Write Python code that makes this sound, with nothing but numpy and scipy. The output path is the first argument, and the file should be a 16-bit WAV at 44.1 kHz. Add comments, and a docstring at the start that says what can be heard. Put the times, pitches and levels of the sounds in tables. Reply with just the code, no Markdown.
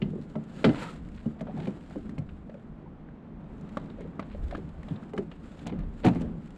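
"""Angler in a plastic kayak

An angler shifts about in a plastic kayak on a calm river, just in front of the microphone.
Boots and gear knock on the hollow hull: decaying tones for wall and panel, fading noise for the clacks.
Rod and reel give dry taps, gear scrapes over the deck, and a stiff jacket rustles as filtered noise.
Water laps as short rising tones and drums softly on the hull as slow-swelling noise, with a light breeze."""
import sys
import numpy as np
from scipy import signal
from scipy.fft import rfft, irfft
from scipy.io import wavfile
from scipy.ndimage import uniform_filter1d

SR = 44100
rng = np.random.default_rng(int(sys.argv[2]) if len(sys.argv) > 2 else 0)


def to_wav(s):
    """Save 16-bit WAV."""
    ch = np.atleast_2d(s).T  # columns
    pcm = np.round(np.clip(ch, -1, 1) * 32767)  # PCM
    wavfile.write(sys.argv[1], SR, pcm.astype(np.int16))


N = 289737  # length of the scene in samples
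TIME = np.arange(N) / SR  # seconds since the scene began
AGE = np.arange(SR // 2) / SR  # seconds since a contact, up to half a second

# borders between thump, body, clack and tick, and the top of the whole scene
THUMP_TOP_HZ, BODY_TOP_HZ, CLACK_TOP_HZ, EDGE_HZ = 400, 1200, 4500, 15600


# Blows on the hull. Each row: start in seconds, thump level in dB, panel pitch in Hz,
# thump fade time (to -60 dB) in seconds, body level in dB, body pitch in Hz,
# clack level in dB, clack pitch in Hz, tick level in dB.
HULL_BLOWS = [(0.018, -21, 209, 0.11, -37.5, 440, -38.5, 2900, -89.5),
              (0.354, -26.5, 218.3, 0.26, -33.5, 611, -51, 1990, -71),
              (0.642, -16.5, 257.5, 0.1, -18, 443, -24.5, 1333, -48.5),
              (0.666, -14.5, 219.5, 0.1, -31.5, 490, -47, 1420, -76),
              (0.691, -23.5, 297, 0.13, -28.5, 590, -39, 1570, -70),
              (1.257, -22, 224.7, 0.18, -40.5, 524, -62, 2850, -73),
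              (1.409, -33, 242, 0.04, -37.5, 632, -53.5, 1850, -61.5),
              (1.671, -24, 199.2, 0.14, -34, 517, -48, 2270, -65),
              (1.958, -30, 292, 0.11, -37.5, 550, -61, 1310, -78),
              (2.18, -27, 151, 0.16, -43.5, 560, -49, 2260, -62),
              (4.905, -27.5, 158.3, 0.13, -58, 680, -63, 3553, -87),
              (5.134, -39, 433, 0.25, -34.5, 424, -53.5, 2540, -67),
              (5.177, -28.5, 198.7, 0.11, -31.5, 458, -39.5, 1870, -60.5),
              (5.723, -29, 271, 0.1, -45, 464, -52, 2030, -89),
              (6.045, -17, 329, 0.029, -24, 756, -33.5, 1502, -49),
              (6.061, -15, 179.3, 0.16, -24.5, 735, -38, 2360, -52),
              (6.156, -24.5, 256, 0.11, -35.5, 721, -49, 2261, -85),
              (6.207, -29.5, 242.2, 0.43, -41, 510, -60, 2720, -62)]


def knocks():
    """A blow on the hull ticks and clacks, the wall rings and a broad panel thumps."""
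    out = np.zeros(N)
    for s, thump_db, hz, t60, body_db, body_hz, clack_db, clack_hz, tick_db in HULL_BLOWS:
        ring = wall(damping=1.0)
        linger = gain_of(0.74 * (thump_db + 20.5))  # heavy blows chatter longer than light ones

        body = gain_of(-5.0) * ring
        body += gain_of(-6.5) * spot(body_hz, t60=0.088, width=0.27)
        body += crack(t60=0.093, tail_db=-11.0, tail_t60=0.13)

        clack = gain_of(-18.5) * ring
        clack += crack(t60=0.052 * linger, tail_db=-25, tail_t60=0.32 * linger,
                       hz=clack_hz, lift_db=11.5, octaves=0.2)
        clack *= onset(0.00053)
        tick = crack(t60=0.048 * linger, tail_db=-31, tail_t60=0.26 * linger) * onset(0.0052)

        blow = gain_of(body_db) * crested(band(body, THUMP_TOP_HZ, BODY_TOP_HZ))
        blow += gain_of(clack_db) * crested(band(clack, BODY_TOP_HZ, CLACK_TOP_HZ, order=4))
        blow += gain_of(tick_db) * crested(band(tick, CLACK_TOP_HZ, EDGE_HZ))
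        blow += gain_of(thump_db) * thump(hz, t60)
        add(out, s, blow)
    return out


def thump(hz, t60, rise_s=0.0069, side_db=-8):
    """A broad panel swings up slowly and drags its lower and higher neighbours along."""
    panel = np.sin(2 * np.pi * hz * AGE) * dying(t60)
    for ratio in (0.68, 1.33, 1.8):
        neighbour = np.sin(2 * np.pi * (hz * ratio * AGE + rng.random()))
        panel += gain_of(side_db) * neighbour * dying(t60 / ratio)
    # the air inside the hull answers with a low, fading noise
    cavity = evened(band(rng.standard_normal(len(AGE)), 114.4, 277, order=2)) * dying(0.29)
    return crested((panel + gain_of(-13.0) * cavity) * onset(rise_s))


# Ways the hull wall likes to ring (modes).
# Each row: pitch in Hz, relative level in dB, fade time (to -60 dB) in seconds.
WALL_MODES = [(394, 10.5, 0.11), (514, 7.5, 0.069), (536, 0, 0.2), (636, -2.5, 0.25), (700, -7.5, 0.24),
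              (770, -12, 0.36), (830, -2.5, 0.14), (990, -25.5, 0.16), (1085, -32.5, 0.057),
              (1330, 0, 0.12), (1600, 1, 0.045), (1980, 1.5, 0.076), (2060, 2.5, 0.19), (2180, -15, 0.19),
              (2800, -31, 0.17), (3005, 13.5, 0.044), (2920, -45.5, .06), (3800, -22, 0.18),
              (4130, -13, .05), (4120, -13, 0.11)]


def wall(damping):
    """The hull wall rings in many modes; each blow weights them differently, at random."""
    weights = rng.choice([-1, 1], len(WALL_MODES)) * rng.uniform(0.31, 1, len(WALL_MODES))
    ring = np.zeros(len(AGE))
    for weight, (hz, db, t60) in zip(weights, WALL_MODES):
        ring += weight * gain_of(db) * np.sin(2 * np.pi * hz * AGE) * dying(t60 / damping)
    return crested(ring)


def spot(hz, t60, width=0.12, count=5):
    """The struck spot rings at its own pitch, with a few weaker modes close by."""
    ratios, turns = rng.random((2, count, 1))
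    near_hz = hz * (1 + 2 * width * (ratios - 0.5))
    near = np.sin(2 * np.pi * (near_hz * AGE + turns)).sum(0) / count
    return crested((np.sin(2 * np.pi * hz * AGE) + near) * dying(t60))


# Tone colour of hard contact on plastic, also used by the slides.
# Each row: frequency in Hz, relative level in dB per Hz.
CONTACT_COLOUR = [(100, -12.5), (230, 17), (400, 7.5), (700, -7), (1300, -12.5), (2000, -9.5),
                  (3200, -15.5), (4300, -18), (5200, -21.5), (7500, -22), (10000, -32), (15000, -51.5)]


def crack(t60, tail_db, tail_t60, hz=1000, lift_db=0, octaves=0.3):
    """Noise stands for countless damped modes of the plastic, with a faint tail from inside the hull."""
    noise = coloured(rng.standard_normal(len(AGE)), CONTACT_COLOUR)
    dense = evened(focused(noise, hz, lift_db, octaves))
    return dense * (dying(t60) + gain_of(tail_db) * dying(tail_t60))


def focused(x, hz, lift_db, octaves):
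    """The size of the touching part favours a broad band around hz."""
    f = np.fft.rfftfreq(len(x), 1 / SR) + 1
    lift = lift_db * np.exp(-(np.log2(f / hz) / octaves) ** 2)
    return irfft(rfft(x) * gain_of(lift), len(x))


def onset(rise_s):
    """A short smooth fade-in over about rise_s seconds."""
    return 1 - np.exp(-(AGE / rise_s) ** 2)


# Small hard contacts of rod and gear. Each row: start in seconds, body level in dB,
# body pitch in Hz, clack level in dB, clack pitch in Hz, tick level in dB.
GEAR_TAPS = [(0.744, -39, 1292, -50, 2300, -76), (1.161, -72, 950, -71, 1850, -70),
             (1.394, -53, 644, -61, 1860, -75), (1.469, -40, 680, -63, 3130, -87),
             (1.654, -63, 797, -50, 2080, -67), (1.907, -48, 625, -61, 2340, -73),
             (2.092, -53, 1168, -54.5, 1940, -66), (2.289, -54.5, 1410, -58, 2600, -90),
             (2.495, -52, 905, -59, 1730, -79), (2.541, -56.5, 1400, -63, 2330, -77),
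             (3.087, -51, 1620, -81, 1640, -98), (3.61, -67, 1287, -83, 2110, -68),
             (3.69, -62, 1427, -59, 1760, -70), (3.77, -29, 1120, -48, 3671, -57.5),
             (3.899, -49, 780, -56.5, 3430, -85), (4.006, -48, 960, -58, 2240, -66.5),
             (4.194, -32.5, 1160, -44, 2230, -61.5), (4.225, -48, 1060, -52, 1500, -88),
             (4.509, -49, 1157, -46.5, 1650, -65), (4.549, -34.5, 1210, -50, 1680, -69),
             (4.829, -52.5, 1030, -53, 2000, -70), (4.883, -44.5, 600, -52.5, 3488, -71),
             (4.958, -66, 969, -56, 3569, -82), (5.029, -48.5, 1290, -63, 1690, -89),
             (5.177, -39, 1270, -48, 2300, -63), (5.314, -51, 861, -52, 2840, -76),
             (5.59, -62, 905, -56, 3530, -68), (5.665, -40.5, 690, -54, 3490, -58),
             (5.669, -46, 770, -46, 3400, -49.5), (5.697, -44, 865, -54, 2460, -74),
             (5.789, -50.5, 797, -58, 1616, -69), (6.082, -26.5, 560, -39, 2560, -54.5),
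             (6.132, -48, 877, -52.5, 1730, -76), (6.147, -55, 700, -61, 2450, -63),
             (6.157, -49, 806, -51, 2200, -87), (6.216, -47, 619, -53.5, 3120, -60)]


def taps():
    """Light contacts die away quickly and only nudge the hull."""
    out = np.zeros(N)
    for s, body_db, body_hz, clack_db, clack_hz, tick_db in GEAR_TAPS:
        rattle = crack(t60=0.038, tail_db=-20.5, tail_t60=0.38, hz=body_hz, lift_db=0.5)
        body = spot(body_hz, t60=0.011, width=0.26) + gain_of(8) * band(rattle, 570, 1400)
        body *= onset(0.0012)
        clack = crack(t60=0.028, tail_db=-20.5, tail_t60=0.23, hz=clack_hz, lift_db=8.0, octaves=0.25)
        clack *= onset(0.0019)
        tick = crack(t60=0.02, tail_db=-20, tail_t60=0.1) * onset(0.0015)
        nudge = crested(np.sin(2 * np.pi * 235 * AGE) * AGE * dying(0.013))

        tap = gain_of(body_db) * (crested(body) + gain_of(2.0) * nudge)
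        tap += gain_of(clack_db) * crested(band(clack, 1450, CLACK_TOP_HZ, order=4))
        tap += gain_of(tick_db) * crested(band(tick, CLACK_TOP_HZ, EDGE_HZ))
        add(out, s, tap)
    return out


# Gear dragged over the deck. Each row: middle in seconds, length in seconds,
# ring level in dB, ringing pitch in Hz, grit level in dB (both levels before the fade in and out).
DECK_SLIDES = [(0.777, .14, -50, 990, -49), (0.841, 0.18, -47, 940, -52.5), (0.858, .18, -48.5, 1320, -55),
               (1.192, 0.083, -74, 1590, -60.5), (1.408, 0.049, -48, 645, -55),
               (1.499, 0.088, -60, 717, -64.5), (1.615, .18, -54, 840, -57.5), (4.021, .12, -59, 600, -65),
               (4.325, .1, -75, 2110, -58), (4.55, .08, -52, 694, -58), (4.553, .03, -46, 1660, -55),
               (5.676, 0.071, -47, 690, -49.5), (5.813, .08, -70, 790, -57),
               (6.046, 0.037, -29.5, 529, -41), (6.067, 0.038, -30.5, 756, -36),
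               (6.226, 0.2, -53, 600, -66)]


def slides(width=0.053, slips_per_s=600):
    """Dense little slips keep one wall mode ringing, with grit around it."""
    out = np.zeros(N)
    for s, length, ring_db, hz, grit_db in DECK_SLIDES:
        size = int(length * SR)
        slips = rng.standard_normal(SR) * (rng.random(SR) < slips_per_s / SR)
        ring = evened(band(slips, hz / (1 + width), hz * (1 + width), order=2))
        grit = evened(band(coloured(slips, CONTACT_COLOUR), 890, 4250, order=5))
        slide = gain_of(ring_db) * ring + gain_of(grit_db) * grit
        add(out, s - length / 2, slide[:size] * signal.windows.hann(size))
    return out


# Wavelets slapping the side. Each row: start in seconds, level in dB before each pocket's cut,
# starting pitch of the first pocket of trapped air in Hz, fade time (to -60 dB) in seconds.
SIDE_LAPS = [(0.134, -37, 447, 0.052), (0.157, -26, 373, 0.03), (0.183, -36, 413, 0.047),
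             (1.484, -31, 584, 0.064), (1.573, -34.5, 727, 0.092), (1.612, -32, 369, 0.073),
             (1.966, -42, 414, 0.075), (1.992, -31.5, 369, 0.14), (2.494, -35, 520, 0.034),
             (2.543, -36.5, 558, 0.11), (2.86, -46, 923, 0.062), (3.984, -37.5, 546, 0.11),
             (4.007, -31, 374, 0.052), (4.05, -35, 470, 0.035), (4.348, -34.5, 532, 0.032),
             (4.525, -27, 643, 0.055), (4.579, -27.5, 358, 0.027), (5.021, -36, 285, 0.11),
             (5.181, -21, 381, 0.086), (5.207, -30.5, 349, 0.15), (5.729, -26, 390, 0.026),
             (6.245, -35.5, 439, 0.021)]


def laps(count=3, glide=0.36, spread_s=0.0128):
    """Each wavelet traps a few pockets of air that ring briefly and rise in pitch."""
    out = np.zeros(N)
    for s, db, hz, t60 in SIDE_LAPS:
        for k, (size, delay) in enumerate(rng.random((count, 2))):
            pitch = hz * (1 + 0.59 * (size - 0.5) * (k > 0))  # only later pockets stray in pitch
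            tone = np.sin(2 * np.pi * pitch * AGE * (1 + glide * AGE))
            pocket = tone * dying(t60) * onset(0.0011)
            pocket_db = db - 3.84 * (k + 2.0)  # each pocket is weaker than the one before
            add(out, s + spread_s * delay * k, gain_of(pocket_db) * crested(pocket))
    return out


def drips(count=70, base_db=-62, t60=0.0099):
    """Tiny bubbles burst at random along the waterline, each a short rising tone."""
    out = np.zeros(N)
    for when, small, strength in rng.random((count, 3)):
        hz = 600 * 4 ** small
        bubble = np.sin(2 * np.pi * hz * AGE * (1 + 3 * AGE)) * dying(t60) * onset(0.00092)
        db = base_db + 10 * strength - 20 * small  # smaller bubbles are higher and mostly quieter
        add(out, when * N / SR, gain_of(db) * crested(bubble))
    return out


# Tone colour of the rubbing cloth. Each row: frequency in Hz, relative level in dB per Hz.
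JACKET_COLOUR = [(150, -47.5), (500, 9), (950, 0), (1100, -1), (1330, 6.5), (2100, -2.5), (3000, -3.5),
                 (4100, -7.5), (4800, -11.5), (6000, -18), (7400, -10), (9000, -19.5), (11000, -27.5),
                 (15000, -42)]
# Arm movements that rub the jacket, also used by the creases.
# Each row: middle in seconds, length in seconds, hiss level in dB before the flicker.
ARM_MOVES = [(0.25, 0.81, -66.5), (0.66, 0.18, -51), (0.84, .15, -46), (1.18, 0.34, -64),
             (1.61, 0.13, -60.5), (1.85, .42, -63.5), (2.4, 0.53, -75), (3.8, 0.47, -68.5),
             (4.47, 0.35, -64), (5.0, 0.65, -67), (5.54, 0.22, -60), (6.1, 0.26, -60), (6.55, 0.38, -66.5)]
CALM_JACKET_DB = -92  # while the angler is at rest


def jacket():
    """Coated cloth slides on itself with each arm movement: a fine hiss with tiny crinkles."""
    crinkles = rng.standard_normal(N) * (rng.random(N) < 500 / SR)  # about 500 per second
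    cloth = evened(coloured(rng.standard_normal(N) + 0.51 * evened(crinkles), JACKET_COLOUR))
    flicker = gain_of(2.3 * drift(35))
    return cloth * swells(ARM_MOVES, CALM_JACKET_DB) * flicker


def creases(count=80, base_db=-2.5, spread_db=9, loudest_db=-62.0):
    """Folds of the stiff cloth snap over at random, louder while the arms move."""
    out = np.zeros(N)
    effort = np.minimum(swells(ARM_MOVES, CALM_JACKET_DB), gain_of(loudest_db))
    for when, strength, small in rng.random((count, 3)):
        at = int(when * N)
        snap = crack(t60=0.016, tail_db=-15.5, tail_t60=0.06, hz=2000 * 2 ** small, lift_db=8.5)
        snap = crested(band(snap * onset(0.00073), 1500, EDGE_HZ))
        add(out, at / SR, effort[at] * gain_of(base_db + spread_db * strength) * snap)
    return out


# Ways the air inside the hollow hull likes to swing.
# Each row: pitch in Hz, width in Hz, relative level in dB.
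AIR_MODES = [(163.2, 28.8, 0.5), (215.3, 36.2, 0)]
# Tone colour of ripples on the hull skin. Each row: frequency in Hz, relative level in dB per Hz.
DRUM_COLOUR = [(50, -41.5), (90, 0), (130, 1.5), (190, 5.5), (290, 2), (420, -8.5), (600, -24.5),
               (1200, -74)]
# Tone colour of the river's wash. Each row: frequency in Hz, relative level in dB per Hz.
WASH_COLOUR = [(100, -13), (300, 1), (450, 3.5), (740, -2), (900, -4.5), (1400, -9), (2200, -17.5),
               (3500, -26), (5000, -37.5), (8000, -44.5), (11000, -57), (15000, -64.5)]
# The boat rocks and stirs the water. Each row: middle in seconds, length in seconds,
# drumming level in dB, wash level in dB (both before the flicker).
BOAT_ROCKS = [(0.118, 0.21, -36, -67), (0.76, 0.29, -41, -48.5), (1.061, .09, -41, -73),
              (1.602, 0.23, -37, -51.5), (2.105, 0.13, -42.5, -65), (3.953, 0.95, -44, -55),
              (4.577, 0.18, -41.5, -54.5), (4.93, 0.24, -46, -53), (5.753, 0.2, -38, -53),
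              (6.237, .2, -36.5, -51.5)]
CALM_DRUM_DB, CALM_WASH_DB = -46, -57  # while the boat is at rest


def water():
    """Ripples drum on the hull and stir the air in it, under the river's wash; both grow with rocking."""
    s, length, drum_db, wash_db = np.array(BOAT_ROCKS).T

    ripples = rng.standard_normal(N)
    hollow = np.zeros(N)
    for hz, width, db in AIR_MODES:
        hollow += gain_of(db) * evened(band(ripples, hz - width / 2, hz + width / 2, order=2))
    skin = evened(coloured(rng.standard_normal(N), DRUM_COLOUR))
    drum = evened(evened(hollow) + gain_of(-0.5) * skin)
    drum *= swells(zip(s, length, drum_db), CALM_DRUM_DB) * gain_of(1.15 * drift(34))

    splashes = rng.standard_normal(N) * (rng.random(N) < 250 / SR)  # about 250 per second
    wash = evened(coloured(rng.standard_normal(N) + 0.23 * evened(splashes), WASH_COLOUR))
    wash *= swells(zip(s, length, wash_db), CALM_WASH_DB) * gain_of(0.71 * drift(25))
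    return drum + wash


# Tone colour of air on the microphone. Each row: frequency in Hz, relative level in dB per Hz.
RUMBLE_COLOUR = [(10, -8), (25, -5.5), (42, 4), (55, -5.5), (72, 2.5), (95, -10.5), (140, -23), (400, -75)]
# Puffs of air on the microphone.
# Each row: middle in seconds, length in seconds, rumble level in dB before the slow wavering.
AIR_PUFFS = [(0.05, .1, -42.5), (0.7, 0.088, -48), (1.02, 0.12, -47), (1.3, .12, -45), (2.1, 0.32, -50),
             (3.53, .08, -48), (4.45, 0.16, -41), (4.8, 0.44, -48), (5.84, 0.14, -40.5),
             (6.17, 0.32, -44.5)]
CALM_AIR_DB = -50.5  # between the puffs


def breeze():
    """Moving air buffets the microphone lightly and unevenly: a low rumble of filtered noise."""
    rumble = evened(coloured(rng.standard_normal(N), RUMBLE_COLOUR))
    return rumble * swells(AIR_PUFFS, CALM_AIR_DB) * gain_of(3.2 * drift(3.2))


def swells(rows, calm_db):
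    """Each (middle s, length s, dB) rises and falls as a bell above a steady level; their powers add."""
    power = sum(gain_of(db) ** 2 * np.exp(-(2 * (TIME - s) / length) ** 2) for s, length, db in rows)
    return np.sqrt(gain_of(calm_db) ** 2 + power)


def drift(per_s):
    """Smooth random wandering of rms 1; a higher per_s makes it faster."""
    f = np.fft.rfftfreq(N, 1 / SR)
    return evened(irfft(rfft(rng.standard_normal(N)) * np.exp(-(f / per_s) ** 2), N))


def dying(t60):
    """Decay that loses 60 dB in t60 seconds."""
    return np.exp(-np.log(1000) * AGE / max(t60, 1e-3))


def coloured(x, points):
    """Filters by a spectrum drawn on a log-frequency axis."""
    hz, db = np.transpose(points)
    f = np.fft.rfftfreq(len(x), 1 / SR)
    curve_db = np.interp(np.log(f + 1), np.log(hz), db)
    return irfft(rfft(x) * gain_of(curve_db), len(x))


def band(x, lo_hz, hi_hz, order=3):
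    """Keeps the sound between two frequencies, without smearing it backwards in time."""
    edges = [lo_hz, min(hi_hz, SR / 2 - 1)]
    return signal.sosfilt(signal.butter(order, edges, "band", fs=SR, output="sos"), x)


def gain_of(db):
    """Decibels to amplitude."""
    return 10 ** (np.asarray(db) / 20)


def evened(x):
    """Scales to rms 1."""
    return x / np.sqrt(np.mean(x ** 2) + 1e-20)


def crested(x, size=220):
    """Scales so that the loudest 5 ms (220 samples) have rms 1."""
    return x / np.sqrt(uniform_filter1d(x ** 2, size).max() + 1e-20)


def add(mix, s, sound):
    """Mixes a sound in at time s, cutting off what runs past the end."""
    part = mix[max(round(s * SR), 0):][:len(sound)]
    part += sound[:len(part)]


def scene():
    """Open water returns no echo, so all sources are simply added, dry."""
    boat = knocks() + taps() + slides()
    lapping = laps() + drips()
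    cloth = jacket() + creases()
    return (boat + lapping + cloth + water() + breeze())[None]


def record(dry):
    """The recorder's band limit: a steep low-pass filter at EDGE_HZ."""
    low_pass = signal.firwin(511, EDGE_HZ, window=("kaiser", 9), fs=SR)
    return signal.oaconvolve(dry, low_pass[None], "same")


dry = scene()
out = record(dry)
to_wav(out)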